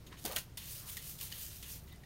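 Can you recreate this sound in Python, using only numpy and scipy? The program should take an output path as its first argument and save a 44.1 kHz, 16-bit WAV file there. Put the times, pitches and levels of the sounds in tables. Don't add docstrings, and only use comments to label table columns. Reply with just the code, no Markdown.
import sys
import numpy as np
from scipy import signal
from scipy.fft import rfft, irfft, next_fast_len
from scipy.io import wavfile

SR = 44100
rng = np.random.default_rng(int(sys.argv[2]) if len(sys.argv) > 2 else 0)


def convert_level_to_amplitude(level_db):
    exponent = np.asarray(level_db, float) / 20
    return 10 ** exponent


def master_out(mix):
    frames = np.transpose(np.atleast_2d(mix))
    ceiling = np.clip(frames, -1, 1)
    pcm = np.round(ceiling * 32767).astype(np.int16)
    wavfile.write(sys.argv[1], SR, pcm)


N = 90404
SETTLE_T60_S = 0.11


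def rms_one(x):
    return x / np.sqrt(np.mean(x ** 2) + 1e-20)


def drift(rate_hz):
    r = np.exp(-80 * np.pi * rate_hz / SR)
    noise = rng.standard_normal(N // 40 + 2002)
    slow = signal.lfilter([1], [1, -2 * r, r * r], noise)[2000:]
    return np.interp(np.arange(N) / 40, np.arange(len(slow)), rms_one(slow))


def resonate(x, hz, width_hz):
    r = np.exp(-np.pi * width_hz / SR)
    zeros = np.array([1, 0, -1]) * (1 - r * r) / 2
    poles = [1, -2 * r * np.cos(2 * np.pi * hz / SR), r * r]
    return signal.lfilter(zeros, poles, x + 1e-18)


def high(x, hz):
    return signal.sosfilt(signal.butter(2, hz, "high", fs=SR, output="sos"), x)


def coloured(pair, spectrum, patchy_db, control_db=0, tilt=0):
    out, table = 0, np.array(spectrum)
    edges = 18 * 2 ** np.arange(0, 10.1, 1 / 3)
    for k, (low, top) in enumerate(zip(edges, edges[1:])):
        hz = np.sqrt(low * top)
        if hz > .7 * table[0, 0]:
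            level_db = np.interp(np.log(hz), np.log(table[:, 0]), table[:, 1])
            level_db = level_db + patchy_db * drift(16.0)
            back_db = -tilt * control_db * np.clip(np.log2(12000 / hz) / 2, 0, 1)
            band = signal.butter(2, [low, top], "band", fs=SR, output="sos")
            out = out + convert_level_to_amplitude(level_db + back_db) * signal.sosfilt(band, pair[k % 2])[-N:]
    return rms_one(out)


def settle(env, t60_s):
    fall_db = 60 / t60_s * np.arange(N) / SR
    return convert_level_to_amplitude(np.maximum.accumulate(20 * np.log10(env + 1e-9) + fall_db) - fall_db)


# f/Hz, level/dB per Hz
RUMBLE = [(30, -34), (54, -1), (120, -0.5), (164, -5.5), (215, -14), (341, -17), (803, -24.5),
          (1800, -29.5), (4000, -32), (15400, -37)]
# f/Hz, level/dB rms
FAN_LINES = [(29.3, -64), (58, -64)]


def heater():
    t = np.arange(N) / SR
    lines = sum(convert_level_to_amplitude(db) * np.sqrt(2) * np.sin(2 * np.pi * hz * t) for hz, db in FAN_LINES)
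    noise = rng.standard_normal((2, N + SR // 2))
    return convert_level_to_amplitude(-54) * coloured(noise, RUMBLE, 0.86) + lines


def garage(x):
    t60_s = 0.18
    size = next_fast_len(N + SR)
    w = 2 * np.pi * np.arange(size // 2 + 1) / size
    lags = rng.uniform(.008, 0.039, 10) * SR
    wet = 0
    for k, lag in enumerate(lags):
        loop = convert_level_to_amplitude(-60 * lag / SR / t60_s) * np.exp(-1j * w * lag)
        wet = wet + (-1) ** k * (1 / (1 - loop) - 1)
    return irfft(rfft(x, size) * wet / (1 + 1j * w / 2.4), size)[:N]


def grains():
    per_s, spread_db = 14000, 2.5
    sizes = convert_level_to_amplitude(spread_db * np.minimum(rng.exponential(1, N), 5)) * rng.choice([-1, 1], N)
    return rms_one(sizes * (rng.random(N) < per_s / SR))


# t/s, peak level/dB, f/Hz
STRAY_GRAINS = [(1.7934, -43, 13500), (1.8215, -45, 6000), (1.836, -44, 11100), (1.8415, -37, 13000),
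                (1.8534, -48, 14000), (1.8725, -42, 7000), (1.8854, -39, 13000), (1.9014, -55, 5950),
                (1.9265, -35.5, 14000), (1.9354, -44, 12000), (1.9564, -52, 14400), (1.9607, -40.5, 6500),
                (.1098, -42, 14500), (1.9894, -52, 13500)]


def strays():
    t60_s = .004
    out, t = np.zeros(N), np.arange(600) / SR
    for s, db, hz in STRAY_GRAINS:
        i = int(s * SR)
        burst = convert_level_to_amplitude(-60 * t / t60_s) * rng.standard_normal(600)
        out[i:i + 600] += convert_level_to_amplitude(db - 5) * resonate(burst, hz, 5000)
    now = np.arange(N) / SR
    trickle = np.where((now >= 1.4) & (now <= 1.9), convert_level_to_amplitude(-63), 0)
    return out + settle(trickle, SETTLE_T60_S) * high(high(grains(), 9000), 9000)


# t/s, length/s, level/dB, f/Hz, width/Hz
BOX_DRAGS = [(-0.004, 0.18, -61.5, 310, 68), (0.108, 0.044, -56, 1280, 1190), (.244, 0.04, -47.5, 234, 151),
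             (.245, 0.054, -51.5, 730, 402), (0.296, 0.051, -48.5, 600, 600), (0.355, 0.028, -47, 503, 480),
             (0.369, 0.01, -49.5, 1410, 800), (0.775, 0.13, -63, 1110, 604), (1.212, 0.03, -61.5, 980, 120),
             (1.875, 0.053, -67.5, 1947, 30), (1.91, 0.023, -62, 3720, 150),
             (1.918, 0.035, -64.5, 2006, 40)]


def box():
    t, out, rough = np.arange(N) / SR, 0, rng.standard_normal(N)
    for s, length, db, hz, width_hz in BOX_DRAGS:
        age = np.clip((t - s) / length, 0, 9)
        swell = 2.94 * age * np.exp(-1.6 * age ** 2)
        out = out + convert_level_to_amplitude(db) * swell * rms_one(resonate(rough, hz, width_hz))
    return out


# t/s, peak level/dB, f/Hz, t60/s
HARD_KNOCKS = [(.0655, -57, 6600, 0.025), (.072, -53, 6300, .015), (.069, -51, 3800, .015),
               (1.3225, -47, 1780, .03), (1.6262, -52, 1800, .03), (0.1264, -47.5, 1022, 0.044),
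               (.1262, -43, 2000, .015), (.1262, -46, 3900, .01), (.2475, -36, 240, 0.05),
               (.251, -35, 310, .045), (.247, -43, 707, 0.065), (.2515, -35, 800, .03),
               (.258, -41.5, 438, 0.077), (.261, -48, 6850, .015), (.292, -40, 650, .03),
               (0.297, -34, 525, 0.03), (.313, -42, 620, .02), (.326, -42, 600, .025),
               (0.3619, -20, 3220, 0.008), (.3622, -27, 14500, .005), (.3622, -30, 9800, .005),
               (.3638, -29, 4100, .012), (.3705, -33, 1950, .02), (.3686, -30, 3300, .01),
               (.3682, -31, 4800, .008), (0.362, -35, 2760, 0.02), (.362, -18, 7200, 0.0049),
               (0.363, -25.5, 4140, 0.01), (0.37, -38, 1357, .035), (0.5762, -34, 4540, 0.012),
               (.5752, -40, 2000, .02), (.575, -48, 950, .03), (.5755, -38, 5400, .01),
               (0.576, -40, 3550, 0.03), (.5735, -36, 11100, .015), (0.969, -35, 2100, 0.02),
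               (.975, -43, 1900, .04), (0.9694, -38, 3430, 0.012), (.9692, -33, 12800, .01),
               (.9708, -38, 6000, .008), (1.2118, -31, 5200, 0.0047), (1.325, -33, 3000, .015),
               (1.323, -37, 4750, 0.02), (1.325, -36, 4350, .012), (1.626, -50, 2830, 0.025),
               (1.6258, -46, 4500, .015), (1.6258, -50, 3500, .02), (1.876, -54, 3800, 0.012),
               (1.8765, -56, 2000, .015), (2.036, -54, 1900, 0.05), (2.034, -57, 2300, .02)]


def knocks():
    attack_s = .0004
    t, out = np.arange(2500) / SR, np.zeros(N + 2500)
    rough = 1 + .25 * drift(190)
    for s, db, hz, t60 in HARD_KNOCKS:
        i = int(s * SR)
        env = convert_level_to_amplitude(db - 60 * t / t60) * (1 - np.exp(-t / attack_s))
        out[i:i + 2500] += env * np.sin(2 * np.pi * hz * t)
    return out[:N] * rough


# f/Hz, width/Hz, level/dB
IRON_MODES = [(955, 260, -14.5), (1890, 385, -2), (2330, 810, -1.5), (3050, 570, 1.5), (3625, 200, 2),
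              (4230, 790, -2), (4460, 440, -11), (6500, 230, -3)]


def iron(x):
    body = 0
    for k, (hz, width_hz, db) in enumerate(IRON_MODES):
        body = body + (-1) ** k * convert_level_to_amplitude(db) * resonate(x, hz, width_hz)
    return body + convert_level_to_amplitude(-16) * high(high(x, 1640), 1640) * .5


# t/s, peak level/dB, brightness level/dB, t60/s, attack/s
LANDINGS = [(0.063, -33, -9.5, 0.085, 0.007), (.118, -45, -13, 0.04, 0.0032),
            (.1258, -38, -15, 0.018, 0.0004), (0.241, -42.5, 13.5, 0.0097, .0004),
            (0.251, -22, 2.5, 0.031, 0.00084), (0.2592, -20.5, -0.5, 0.024, 0.00075),
            (0.2796, -32, 3, 0.018, .0004), (0.313, -31.5, 4.5, 0.016, .0005),
            (0.3205, -32, 5, 0.025, 0.0007), (0.3295, -32, 1, .018, .0005), (0.357, -43, 13, .015, .0004),
            (0.3617, -17.5, 1.5, 0.022, .0003), (0.3672, -16.5, -7.5, 0.024, 0.00038),
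            (0.378, -24.5, 1.5, .05, .002), (0.3854, -38, 15, 0.009, 0.0005),
            (0.5716, -29, 1, 0.065, 0.0021), (0.9675, -29, 4, 0.05, 0.0018), (1.186, -35, 1, 0.046, 0.0015),
            (1.2114, -35.5, 13.5, 0.019, 0.00052), (1.323, -33.5, 4, 0.036, 0.0013),
            (1.6264, -32, -3.5, 0.056, .0004), (1.876, -45, -10.5, .03, .001),
            (2.034, -43, -24, 0.046, .0005)]


def taps():
    trim_db = -7.5
    t, dull, bright = np.arange(N) / SR, np.zeros(N), np.zeros(N)
    for s, db, bright_db, t60, attack in LANDINGS:
        age = np.maximum(t - s, 0)
        env = convert_level_to_amplitude(db + trim_db - 60 * age / t60) * (1 - np.exp(-age / attack))
        dull = dull + env
        bright = bright + env * convert_level_to_amplitude(bright_db)
    return 1.36 * iron(dull * grains()) + bright * high(high(grains(), 2950), 2950)


# f/Hz, level/dB per Hz
BRISTLE_HISS = [(710, -39), (1200, -15.5), (2000, -16), (2600, -11.5), (6000, -4), (9000, -3), (12500, 0),
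                (15400, -3)]
# t/s, level/dB
SET_DOWN_SPEED = [
    (.165, -73),
    (.19, -57),
    (.243, -57),
    (.262, -43),
    (.305, -52.5),
    (.325, -48),
    (.358, -47.5),
    (.385, -43.5),
    (.45, -67),
]
# t/s, level/dB
STROKE_SPEED = [(0.577, -50), (.61, -53.5), (.72, -43.5), (.775, -45.5), (.85, -53.5), (.9, -44.5),
                (.955, -49.5), (1.0, -52.5), (1.11, -44.5), (1.17, -56.5), (1.235, -41), (1.3, -53.5),
                (1.43, -42.5), (1.49, -52), (1.56, -50), (1.61, -57.5), (1.73, -46), (1.787, -56)]
# touch t/s, lift t/s, level/dB
IRON_SCRAPES = [(.17, 0.23, -58), (0.248, 0.314, -50), (0.313, 0.352, -50.5), (0.366, 0.398, -42.5),
                (0.572, .8, -53.5), (0.881, 1, -55), (0.973, 1.12, -54.5), (1.201, 1.31, -53.5),
                (1.319, 1.477, -52), (1.504, 1.57, -59.5), (1.629, 1.778, -55.5), (1.875, 1.96, -63.5)]


def brush():
    full_speed_db, scrape_fade_db = -46, 9
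    low_hiss_share = .45
    t, scrape = np.arange(N) / SR, np.zeros(N)
    set_down_db = np.interp(t, *np.transpose(SET_DOWN_SPEED), left=-200, right=-200)
    stroke_db = np.interp(t, *np.transpose(STROKE_SPEED), left=-200, right=-200)
    speed_db = np.maximum(set_down_db, stroke_db)
    for touch, lift, db in IRON_SCRAPES:
        on = (t >= touch) & (t < lift)
        scrape[on] = convert_level_to_amplitude(db - scrape_fade_db * (t[on] - touch) / (lift - touch))
    flutter = convert_level_to_amplitude(0.82 * drift(31) + 1.1 * drift(140))
    swing_db = np.clip(speed_db - full_speed_db, -14, 3)
    hiss = coloured([grains(), grains()], BRISTLE_HISS, 1.0, swing_db, low_hiss_share)
    sweeping = settle(convert_level_to_amplitude(speed_db), SETTLE_T60_S) * hiss
    scraping = settle(scrape, SETTLE_T60_S) * rms_one(iron(grains()))
    return flutter * (sweeping + scraping)


def scene():
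    work = brush() + taps() + knocks() + box() + strays()
    return np.tile(work + convert_level_to_amplitude(-17.5) * garage(work) + heater(), (2, 1))


# f/Hz, width/Hz, share removed
HOUSING_DIPS = [
    (7660, 810, 0.39),
    (10340, 600, 0.53),
]


def housing(x):
    for hz, width_hz, share in HOUSING_DIPS:
        x = x - share * resonate(x, hz, width_hz)
    return x


def roll_off(x):
    return signal.sosfilt(signal.butter(12, 16810, fs=SR, output="sos"), x)


def record(dry):
    cut = signal.ellip(12, .3, 42, 15800, fs=SR, output="sos")
    mix = signal.sosfilt(cut, housing(dry))
    return roll_off(mix)


dry = scene()
out = record(dry)
master_out(out)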